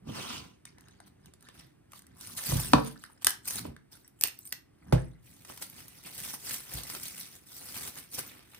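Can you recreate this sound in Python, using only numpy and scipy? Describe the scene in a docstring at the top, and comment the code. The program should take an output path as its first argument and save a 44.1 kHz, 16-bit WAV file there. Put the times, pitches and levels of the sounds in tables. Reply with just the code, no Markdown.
"""Snapping stalks and peeling film

Bok choy is snapped by hand over a plastic colander on a wooden board, heard close up in a small kitchen.
The colander slides in, leaves rustle, board and colander knock, and stalks crack as bursts of decaying noise.
Then a cabbage lands on the board and its cling film is peeled off, crinkling and popping.
Rubbing is grainy noise under swelling strokes, knocks are decaying modes, and the room adds sparse reflections."""
import sys
import numpy as np
from scipy import signal
from scipy.fft import rfft, irfft, next_fast_len
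from scipy.io import wavfile
from scipy.ndimage import uniform_filter1d

SR = 44100
rng = np.random.default_rng(int(sys.argv[2]) if len(sys.argv) > 2 else 0)


def transcribe(signal):
    """Save signal, clipped to [-1, 1], as a 16-bit WAV file at the path in sys.argv[1]."""
    frames = np.atleast_2d(signal).T
    limited = np.clip(frames, -1, 1)
    pcm = np.round(limited * 32767).astype(np.int16)
    wavfile.write(sys.argv[1], SR, pcm)


N = 378819
TIME = np.arange(N) / SR
HZ = np.fft.rfftfreq(4096, 1 / SR)


def amp(db):
    """Logarithmic level: converts decibels to an amplitude gain."""
    return 10 ** (np.asarray(db) / 20)


def evened(x):
    """Normalisation: scales a signal to a root-mean-square value of one."""
    return x / np.sqrt(np.mean(x ** 2) + 1e-20)


def read(points, hz=HZ):
    """Logarithmic pitch scale: interpolates a spectrum along log frequency."""
    point_hz, value = np.transpose(points)
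    return np.interp(np.log(hz + 1), np.log(point_hz + 1), value)


# Swell and fade times each span this drop; a rounding above 1 lingers near full level, then falls faster.
STROKE_RANGE_DB, STROKE_ROUNDING = 19.5, 1.167


def follow(strokes, level_column=4):
    """Incoherent addition: strokes swell, hold and fade, and their powers sum to one gain over time."""
    power = np.zeros(N)
    for row in strokes:
        start_s, swell_s, hold_s, fade_s = row[:4]
        before = (start_s - TIME) / max(swell_s, .002)
        after = (TIME - start_s - hold_s) / max(fade_s, .002)
        away = np.maximum(before, after)
        near = away < 4
        drop_db = STROKE_RANGE_DB * np.maximum(away[near], 0) ** STROKE_ROUNDING
        power[near] += amp(row[level_column] - drop_db) ** 2
    return np.sqrt(power)


def add(mix, start_s, sound):
    """Superposition: adds a stereo sound to the mix from its start time."""
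    part = mix[:, round(start_s * SR):][:, :sound.shape[1]]
    part += sound[:, :part.shape[1]]


def colour(x, db):
    """Minimum-phase filtering: a causal filter of the given dB shape that keeps the power of white noise."""
    mirrored_db = np.r_[db, db[-2:0:-1]]
    phase = -signal.hilbert(np.log(amp(mirrored_db))).imag[:len(db)]
    taps = irfft(amp(db) * np.exp(1j * phase))
    return signal.oaconvolve(x, taps[None] / np.linalg.norm(taps), axes=1)[:, :x.shape[1]]


def pair(count, alike):
    """Partial coherence: white noise for two ports, of which the fraction alike of the power is shared."""
    shared, left, right = rng.standard_normal((3, count))
    alike = np.clip(alike, 0, 1)
    return np.sqrt(alike) * shared + np.sqrt(1 - alike) * np.array([left, right])


def crackle(per_s, spread_db, clump_db, grain_size, alike):
    """Stick-slip: tiny slips of uneven size come in clumps, each a noise burst; overall power stays steady."""
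    clumps = evened(uniform_filter1d(rng.standard_normal(N), size=350))
    size_db = spread_db * np.minimum(rng.exponential(1, N), 4.5) + clump_db * clumps
    slips = amp(size_db) ** 2 * (rng.random(N) < per_s / SR)
    keep = np.exp(-2 / (SR * grain_size * 0.0011))  # at size 1 the amplitude time constant is 1.1 ms
    power = signal.lfilter([1 - keep], [1, -keep], slips)
    local_power = abs(uniform_filter1d(power, size=3500)) + 1e-9
    return pair(N, alike) * np.sqrt(power / local_power)


def dappled(x, patchy_db):
    """Local resonance: each fold has its own colour, as brief random patches over time and frequency."""
    z = signal.stft(x, nperseg=256)[2]
    patches = rng.standard_normal(z.shape[1:])
    for axis in (0, 1):
        patches = uniform_filter1d(patches, size=5, axis=axis)
    return signal.istft(z * evened(amp(patchy_db * evened(patches))))[1][:, :N]


# Noise spectrum of the room's hush: frequency_hz, relative density_db (dB per Hz).
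HUSH_SPECTRUM = [(20, -37), (50, -4), (120, 0.5), (220, -4.5), (320, -4), (500, -12.5), (1000, -20),
                 (2000, -21.5), (4000, -31.5), (9000, -32.5), (15000, -37.5)]


def hush(level_db=-65):
    """Stationary noise: the steady, shaped background of the room."""
    return amp(level_db) * colour(pair(N, alike=0.71), read(HUSH_SPECTRUM))


# Reverberation time of the kitchen: frequency_hz, t60_s.
ROOM_DECAY = [(100, 0.68), (500, 0.29), (1300, 0.28), (3500, 0.2548), (9000, 0.2), (15000, 0.2)]
# Strength of the reverberation: frequency_hz, level_db.
ROOM_LEVEL = [(60, -22), (200, -7.5), (600, -6.5), (2000, -4.5), (6000, -7), (15000, -10)]


def kitchen(x, first_s=.004):
    """Reverberation: sparse reflections of random sign differ at each port, and each band has its own decay."""
    count, step = 900, 22  # one reflection in every 22 samples
    taps = np.zeros((2, SR))
    at = round(first_s * SR) + step * np.arange(count) + rng.integers(0, step, (2, count))
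    np.put_along_axis(taps, at, rng.choice([-1., 1.], at.shape), 1)
    hz, t, z = signal.stft(taps, SR, nperseg=256)
    t60 = read(ROOM_DECAY, hz)[:, None]
    unit = np.sqrt(2 * np.log(1000) * step / (SR * t60))  # compensates the energy for the decay time
    decay = amp(read(ROOM_LEVEL, hz)[:, None] - 60 * t / t60)
    tail = signal.istft(z * unit * decay, SR)[1]
    return signal.oaconvolve(x, tail[:, :SR // 2], axes=1)[:, :N]


# Vegetables shifting their weight on the board:
# start_s (at full level), swell_s, hold_s, fade_s, level_db (relative).
WEIGHT_SHIFTS = [(.09, 0.075, .005, 0.17, -40.5), (.39, 0.16, .01, 0.15, -47),
                 (.66, 0.028, 0.52, .2, -61.5), (1.275, 0.084, .01, .07, -55),
                 (1.63, 0.34, 0.008, 0.056, -58), (2.38, 0.7, 0.029, 0.075, -54),
                 (2.505, 0.041, .005, .03, -31.5), (2.6, .03, 0.19, .03, -44.5),
                 (3.68, 0.27, .01, 0.07, -42.5), (4.9, 0.086, 0.0089, 0.024, -45.5),
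                 (5.3, 0.091, 0.56, 0.27, -65), (6.85, .1, 0.14, 0.84, -65)]
# Noise spectrum of the rumble: frequency_hz, relative density_db (dB per Hz).
RUMBLE_SPECTRUM = [(25, -24.5), (60, -5.5), (120, -2), (200, -3), (300, -8.5), (500, -17.5), (1200, -29.5),
                   (5000, -51)]


def rumble(level_db=-3.0, tug_db=-4):
    """Low-frequency excitation: the board rumbles as things shift or the film tugs at the cabbage."""
    shifting = follow(WEIGHT_SHIFTS) + amp(tug_db) * follow(FILM_PULLS, level_column=5)
    return amp(level_db) * shifting * colour(pair(N, alike=1.0), read(RUMBLE_SPECTRUM))


# The colander pushed over the board: start_s (at full level), swell_s, hold_s, fade_s, level_db (relative).
COLANDER_PUSHES = [(.088, 0.032, .04, .05, -52), (.16, .055, .18, 0.14, -42)]
# Noise spectrum of the scrape: frequency_hz, relative density_db (dB per Hz).
SCRAPE_SPECTRUM = [(40, -12.5), (120, -8), (220, 9.5), (450, -0.5), (750, -2), (1000, 3), (1300, 1.5),
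                   (1700, -6.5), (2900, 2.5), (4000, -3), (6000, -2), (9000, -12), (15000, -14)]


def slide(level_db=2):
    """Friction noise: the foot of the colander scrapes over the grain of the wood."""
    grains = crackle(per_s=5100, spread_db=1.0, clump_db=0.5, grain_size=1.0, alike=0.43)
    scrape = colour(dappled(grains, patchy_db=3.0), read(SCRAPE_SPECTRUM))
    return amp(level_db) * follow(COLANDER_PUSHES) * scrape


# Noise spectrum of the clatter in a blow: frequency_hz, relative density_db (dB per Hz).
CLATTER_SPECTRUM = [(40, -14.5), (200, -7.5), (600, 7.5), (1200, -5.5), (1700, -10), (2700, -11),
                    (5000, -14.5), (9000, -20), (15000, -23.5)]


def strike(blows, modes, clatter_db, clatter_t60, tick_db):
    """Modal excitation: a blow rings modes and a dense clatter; longer contact leaves only the low ones."""
    t, out = np.arange(SR // 2) / SR, np.zeros((2, N))
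    ring = np.zeros(len(t))
    for k, (hz, db, t60) in enumerate(modes):
        ring += (-1) ** k * amp(db - 60 * t / t60) * np.sin(2 * np.pi * hz * t)
    fade = amp(clatter_db - 60 * t / clatter_t60) + amp(tick_db - 60 * t / 0.011)
    for start_s, db, contact_ms in blows:
        sound = ring + colour(pair(len(t), alike=0.57) * fade, read(CLATTER_SPECTRUM))
        softness = signal.butter(2, 1000 / max(contact_ms, .06), fs=SR)
        add(out, start_s, amp(db) * signal.lfilter(*softness, sound))
    return out


# Blows on the board: start_s, level_db (relative), contact_ms (floored at 0.06).
BLOWS = [(2.521, -21.5, 2.05), (2.548, -18.5, 4.8), (2.737, -22, 4.8), (4.9247, -13.5, 0.051),
         (6.738, -29, 14.6)]
# Modes of the wooden board: pitch_hz, level_db (relative), t60_s.
BOARD_MODES = [(56, -8.5, .38), (98, -12, 0.23), (125.6, -2, .27), (163, -4, .18), (245, -12, .14),
               (309.5, -14, 0.11), (353, -12, .12), (516.6, -13, 0.16), (650, -17, .12), (759, -24, 0.12),
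               (1075, -29, 0.089)]


def board():
    """Plate vibration: low modes of the wooden board give its thuds."""
    return strike(BLOWS, BOARD_MODES, clatter_db=-14.5, clatter_t60=0.14, tick_db=-10.0)


# Knocks of the colander on the board: start_s, level_db (relative), contact_ms (floored at 0.06).
KNOCKS = [(.071, -34, 3), (.091, -32.5, 2.26), (2.519, -30, 1.06), (2.7342, -9, 0.089), (2.7435, -15, 3.9),
          (2.767, -22.5, 4.2), (2.783, -25.5, 0.69), (3.598, -31.5, 6.5), (3.652, -33.5, 1.7),
          (3.684, -28.5, 6.9)]
# Modes of the plastic colander: pitch_hz, level_db (relative), t60_s.
COLANDER_MODES = [(139.5, -15.5, 0.34), (180, -20, 0.35), (231, -7.5, 0.17), (293.2, -2.5, 0.059),
                  (450, -16.5, 0.31), (554, -16, 0.12), (644, -19, .1), (716, 0, 0.013), (985, 1, 0.03),
                  (1121, -8, 0.097), (1277, -5, 0.019), (2560, -14.5, 0.042)]


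def colander():
    """Shell vibration: mostly short-lived modes of the plastic bowl give its knocks."""
    return strike(KNOCKS, COLANDER_MODES, clatter_db=-12.5, clatter_t60=0.052, tick_db=1.5)


def rustle(strokes, grains, spectrum, crisp_db, body_db, split_hz=4500):
    """Two-band radiation: sharp creases give the treble of a rustle, broad rubbing gives its body."""
    sound = colour(grains, read(spectrum))
    high_pass = signal.butter(3, split_hz, "high", fs=SR, output="sos")
    low_pass = signal.butter(3, split_hz, "low", fs=SR, output="sos")
    crisp = evened(signal.sosfilt(high_pass, sound))
    body = evened(signal.sosfilt(low_pass, sound))
    treble = amp(crisp_db) * follow(strokes, level_column=4) * crisp
    return treble + amp(body_db) * follow(strokes, level_column=5) * body


# Leaves sweeping over each other and the colander:
# start_s (at full level), swell_s, hold_s, fade_s, crisp_db (relative treble), body_db (relative body).
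LEAF_SWEEPS = [(1.064, 0.0067, 0.015, 0.016, -61.5, -64), (1.575, 0.059, 0.0067, 0.12, -61.5, -57.5),
               (1.955, 0.048, 0.028, 0.019, -59, -62.5), (2.21, 0.049, 0.11, 0.18, -51.5, -56.5),
               (2.382, 0.045, 0.043, .08, -40.5, -48), (2.462, 0.027, 0.12, 0.21, -36.5, -42),
               (2.868, 0.12, 0.012, 0.065, -50.5, -51), (3.222, 0.013, .008, .008, -50, -52.5),
               (3.485, 0.032, 0.0061, 0.078, -34.5, -45.5), (3.555, .04, 0.0077, 0.068, -37.5, -43),
               (3.65, 0.013, 0.0041, 0.067, -59, -54.5), (3.924, .016, .008, 0.085, -55.5, -59.5)]
# Fingers gripping and working along the stalks: the same columns and units as the sweeps.
FINGER_GRIPS = [(.67, 0.0087, .01, 0.048, -76, -59), (.87, 0.18, .04, 0.24, -82, -67),
                (1.26, 0.092, .02, 0.048, -76, -68.5), (1.432, 0.041, .05, 0.22, -73, -64),
                (2.13, .3, .02, 0.056, -87, -72.5), (3.03, 0.2, .02, 0.17, -63, -63.5),
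                (4.025, 0.024, .015, 0.078, -67.5, -71), (4.2, 0.071, .005, 0.022, -68.5, -82),
                (4.345, .02, .1, 0.045, -64.5, -77.5), (4.465, .03, 0.035, 0.047, -57, -75),
                (4.984, 0.2, .01, 0.16, -65.5, -59)]
# Noise spectrum of leaves: frequency_hz, relative density_db (dB per Hz).
LEAF_SPECTRUM = [(80, -30), (300, -4.5), (1000, -0.5), (2000, -1.5), (4500, 1), (9000, 1.5), (14000, 2.5),
                 (17000, -5.5)]
# Noise spectrum of fingers: frequency_hz, relative density_db (dB per Hz).
TOUCH_SPECTRUM = [(80, -15), (400, -3.5), (1000, -1.5), (1700, 5), (2400, -4.5), (4500, -1), (9000, 5),
                  (14000, -2), (17000, -6)]


def leaves():
    """Granular friction: leaves sweep densely over each other; fingers give only sparse ticks."""
    sweeps = crackle(per_s=3200, spread_db=2.0, clump_db=2.5, grain_size=0.95, alike=.3)
    ticks = crackle(per_s=610, spread_db=0.0, clump_db=1.5, grain_size=1.0, alike=0.47)
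    sweeps, ticks = dappled(sweeps, patchy_db=4.0), dappled(ticks, patchy_db=8.0)
    sweeping = rustle(LEAF_SWEEPS, sweeps, LEAF_SPECTRUM, crisp_db=3.0, body_db=1.0)
    return sweeping + rustle(FINGER_GRIPS, ticks, TOUCH_SPECTRUM, crisp_db=3.5, body_db=3)


# Noise spectrum of a crack: frequency_hz, relative density_db (dB per Hz).
CRACK_SPECTRUM = [(60, -19.5), (300, -13.5), (1000, -5), (2000, -3.5), (3500, 0), (6000, 5), (9000, 1.5),
                  (14000, 6), (17000, -16.5)]


def crack(length_ms, tilt_db, fizz_hz, fizz_db=5, fizz_width_hz=1600, rise_ms=0.34, ripple_db=2.5, alike=0.68):
    """Impulsive release: bursting cells or slipping film rise fast and decay briefly, with a treble peak."""
    ms = np.arange(4096) * 1000 / SR
    shape = np.exp(-ms / max(length_ms, .2)) * (1 - np.exp(-ms / rise_ms))
    burst = evened(pair(len(ms), alike) * shape) * np.sqrt(np.mean(shape ** 2))
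    echo_s = rng.uniform(.0006, .0018)
    comb_db = ripple_db * np.cos(2 * np.pi * HZ * echo_s)  # a reflection off the hand or the bowl
    peak_db = fizz_db * np.exp(-((HZ - fizz_hz) / fizz_width_hz) ** 2)
    slope_db = tilt_db * np.log2(np.maximum(HZ, 500) / 500)
    return colour(burst, read(CRACK_SPECTRUM) + slope_db + peak_db + comb_db)


# Pulls that peel the film:
# start_s (at full level), swell_s, hold_s, fade_s, crisp_db (relative treble), body_db (relative body).
FILM_PULLS = [(5.26, .05, 0.22, 0.074, -62.5, -69), (5.497, 0.032, .005, 0.098, -49.5, -55),
              (5.56, 0.047, 0.081, .25, -56, -67), (5.62, 0.015, 0.0037, .045, -42, -50.5),
              (5.795, 0.13, .008, 0.079, -52, -56), (5.87, .1, 0.11, 0.11, -60, -64),
              (6.063, 0.038, 0.0044, 0.064, -50.5, -51.5), (6.22, 0.21, 0.079, 0.077, -42.5, -51),
              (6.337, .012, .004, 0.035, -40.5, -49.5), (6.504, .12, 0.021, 0.13, -37.5, -47.5),
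              (6.757, .13, 0.014, 0.11, -42.5, -47.5), (6.9, 0.12, 0.022, 0.48, -45, -52.5),
              (7.032, .012, 0.042, 0.065, -43, -57), (7.19, 0.12, 0.021, 0.12, -46.5, -55),
              (7.352, .06, 0.0054, 0.021, -52, -59), (7.47, .02, 0.042, .05, -56.5, -66.5),
              (7.53, 0.036, 0.13, .2, -50, -60.5), (7.772, .19, 0.12, 0.027, -43, -50),
              (7.978, 0.096, 0.0077, 0.1, -48, -53.5), (8.15, 0.043, 0.0026, 0.021, -39, -52.5),
              (8.188, .03, 0.0065, 0.031, -37, -42.5), (8.22, 0.14, 0.051, 0.18, -53, -56.5),
              (8.33, .1, 0.082, 0.071, -66.5, -61.5), (8.544, 0.15, .01, .2, -61, -61)]
# Cling film letting go: start_s, level_db (relative), length_ms (decay time constant), tilt_db (per octave).
FILM_POPS = [(5.449, -35.5, 4.9, -4), (5.498, -31, 5.3, -10.5), (5.575, -31.5, 3.5, -4),
             (5.6235, -20, 2.7, -2.5), (5.6984, -27.5, 2.4, 5), (5.7968, -40, 3.7, 2), (5.881, -33, 3.8, 2),
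             (6.0372, -38.5, 2.7, -2.5), (6.0614, -39, 1.8, -2), (6.339, -23.5, 1.14, -9),
             (6.51, -26.5, 4.9, -2.5), (6.5413, -21.5, 4.5, -1), (6.7366, -23, 5.2, 15),
             (6.8338, -25.5, 4.3, -0.5), (6.8989, -21.5, 3.4, -3.5), (6.949, -23.5, 4.7, -3.5),
             (7.0319, -21, 3.7, 2), (7.197, -16, 0.68, 7), (7.201, -16, .9, 11), (7.5649, -30, 2.9, 4),
             (7.7752, -23, 2.6, -2), (7.865, -32, 3.5, 5), (7.9747, -26.5, 2.2, -2), (8.1497, -27, 2.4, 9),
             (8.1896, -19.5, 4.4, 4), (8.546, -34, 2.9, -4)]
# Noise spectrum of the film: frequency_hz, relative density_db (dB per Hz).
FILM_SPECTRUM = [(80, -11.5), (300, 5.5), (1000, 0.5), (2200, 4), (4500, -1.5), (9000, -2), (14000, 0),
                 (17000, -6)]


def film(pop_db=-7, crease_db=-9):
    """Adhesion release: film unsticks in a fine crinkle with sharp creases, and pops as a fold lets go."""
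    grains = crackle(per_s=3000, spread_db=0.5, clump_db=1.5, grain_size=0.72, alike=0.29)
    creases = crackle(per_s=140, spread_db=3.5, clump_db=1.0, grain_size=0.71, alike=0.76)
    crinkle = dappled(grains, patchy_db=3.5) + amp(crease_db) * creases
    out = rustle(FILM_PULLS, crinkle, FILM_SPECTRUM, crisp_db=3.0, body_db=1.5)
    for start_s, db, length_ms, tilt_db in FILM_POPS:
        fizz_hz = rng.uniform(8500, 14500)  # the treble peak wanders at random from pop to pop
        add(out, start_s, amp(db + pop_db) * crack(length_ms, tilt_db, fizz_hz))
    return out


def snap(length_ms, stalk_hz, ring_db, tilt_db, fizz_hz, width_hz=400):
    """Resonance: a crack together with the brief ring that it starts in the juicy stalk."""
    burst = crack(length_ms, tilt_db, fizz_hz)
    ring = signal.lfilter(*signal.iirpeak(stalk_hz, stalk_hz / width_hz, SR), burst)
    return burst + amp(ring_db) * evened(ring) * burst.std()


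def recoil(top_hz=900, rise_ms=2.4, decay_ms=7):
    """Momentum transfer: the dull jolt of the broken stalk in the hands."""
    ms = np.arange(4096) * 1000 / SR
    jolt = evened(signal.lfilter(*signal.butter(2, top_hz, fs=SR), pair(len(ms), alike=0.64)))
    return jolt * np.exp(-ms / decay_ms) * (1 - np.exp(-ms / rise_ms))


# Stalks breaking: start_s, level_db (relative), length_ms (decay time constant),
# ring_db (relative to the crack), tilt_db (per octave).
STALK_BREAKS = [(3.0382, -36, 1.6, 1.5, -2.5), (3.2459, -9.5, 1.2, -17.5, 1.5),
                (3.2682, -5, 1.42, -24, -1.1), (3.2702, -15, 1.2, -0.5, -4), (3.2945, -23, 2.1, -12.5, 10),
                (3.305, -19.5, 1.5, -9, 4), (3.7646, -50.5, 1.4, 10, -2.5), (4.0778, -39.5, 1.3, -1.5, 14),
                (4.211, -16, 1.46, -22.5, 2), (4.2224, -27.5, 2.2, -15, 0),
                (4.237, -4.5, 0.92, -10.5, -0.06), (4.256, -28.5, 1.5, -7, -4),
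                (4.2729, -24.5, 1.8, -11.5, 7.5), (4.2828, -29, 1.5, -7, 1),
                (4.3892, -32.5, 1.7, -12.5, 12), (4.4530, -39, 2.9, -13, 8.5), (4.474, -35, 2.1, -12, 8.5),
                (4.523, -30, 3.2, -15, -2.5), (4.5254, -19.5, 1, -1.5, 3)]
# Leaves and fingers flicking: start_s, level_db (relative), pitch_hz (stalk resonance),
# ring_db (relative to the crack), tilt_db (per octave).
HANDLING_FLICKS = [(0.653, -31, 1600, -11, -2), (0.783, -41, 1720, -15, -7.5), (0.808, -43.5, 1280, -5, 2),
                   (0.884, -42.5, 1620, -20, -5.5), (1.002, -42, 926, 2, -4),
                   (1.258, -40.5, 883, -18, -2.5), (1.337, -41.5, 856, -12, -2), (1.408, -49, 1840, -11, 0),
                   (1.425, -44.5, 1490, -20, -1), (1.487, -35, 1080, -15, -7),
                   (1.919, -39.5, 1030, -3, 2.5), (1.933, -42, 960, 8, -1.5), (1.992, -38.5, 1610, -7, 3),
                   (2.02, -44, 966, -12, -1), (2.067, -45.5, 905, 0.5, 6), (2.21, -32.5, 1540, -18, -2),
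                   (2.272, -28, 1390, -16, 3), (2.377, -30, 1120, -8, 2), (2.873, -34, 850, -16, -2),
                   (3.455, -30, 1530, -8, 0.5), (3.484, -22.5, 883, -18, 2), (3.592, -25, 1250, -7.5, 0.5)]
# The stalk being broken: start_s, pitch_hz (resonance), fizz_hz (treble peak of its bursting cells).
STALKS_IN_HAND = [(2.95, 1670, 9000), (4.0, 2280, 13900), (4.5, 1983, 14200)]


def stalks(snap_db=1, flick_db=-4, recoil_db=-28):
    """Brittle fracture: loud breaks coloured by the stalk in hand, and the small flicks of handling."""
    out = np.zeros((2, N))
    for start_s, db, length_ms, ring_db, tilt_db in STALK_BREAKS:
        _, stalk_hz, fizz_hz = [stalk for stalk in STALKS_IN_HAND if stalk[0] <= start_s][-1]
        fracture = amp(db + snap_db) * snap(length_ms, stalk_hz, ring_db, tilt_db, fizz_hz)
        add(out, start_s, fracture + amp(db + recoil_db) * recoil())
    for start_s, db, stalk_hz, ring_db, tilt_db in HANDLING_FLICKS:
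        flick = snap(2.03, stalk_hz, ring_db, tilt_db, fizz_hz=9100)  # decay time constant in ms
        add(out, start_s, amp(db + flick_db) * flick)
    return out


def scene():
    """Direct and reverberant field: everything on the board, its reflections and the hush of the room."""
    near = rumble() + slide() + board() + colander() + leaves() + film() + stalks()
    return hush() + kitchen(near) + near


# Response of the microphone pair: frequency_hz, response_db (relative).
MIC_RESPONSE = [(15, -21.5), (28, -15), (40, -3.5), (56, 1.5), (6000, 0), (7200, -4.5), (8200, 2),
                (9600, 3.5), (10700, 0), (11200, -11.5), (11700, -23), (12400, 1), (13500, -2), (14700, 2),
                (15600, -8.5), (16300, -26)]
# Lag of the left port: frequency_hz, phase_rad.
LEFT_LAG = [(60, .1), (140, 0.5), (290, .7), (520, 3.42), (1130, 5.6), (2200, 5.1), (4500, 4.32),
            (8500, 0.75), (14000, 1)]
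# Left minus right level: frequency_hz, difference_db.
LEFT_MINUS_RIGHT = [(60, 0), (140, -1.5), (280, -3), (500, -1), (1100, 0.5), (2300, 0), (4500, -3.5),
                    (9000, 0.5)]


def record(dry, level_db=-2, edge_hz=16500):
    """Transduction: two ports differ in phase and level and share a treble notch; then the band is limited."""
    size = next_fast_len(N + 4096)
    hz = np.fft.rfftfreq(size, 1 / SR)
    half_db = read(LEFT_MINUS_RIGHT, hz) / 2
    left = amp(half_db) * np.exp(-1j * read(LEFT_LAG, hz))
    ports = np.array([left, amp(-half_db)])
    at_ports = irfft(rfft(dry, size) * ports, size)[:, :N]
    heard = amp(level_db) * colour(at_ports, read(MIC_RESPONSE))
    band_limit = signal.firwin(255, edge_hz, window=("kaiser", 9), fs=SR)
    return signal.oaconvolve(heard, band_limit[None], "same")


dry = scene()
out = record(dry)
transcribe(out)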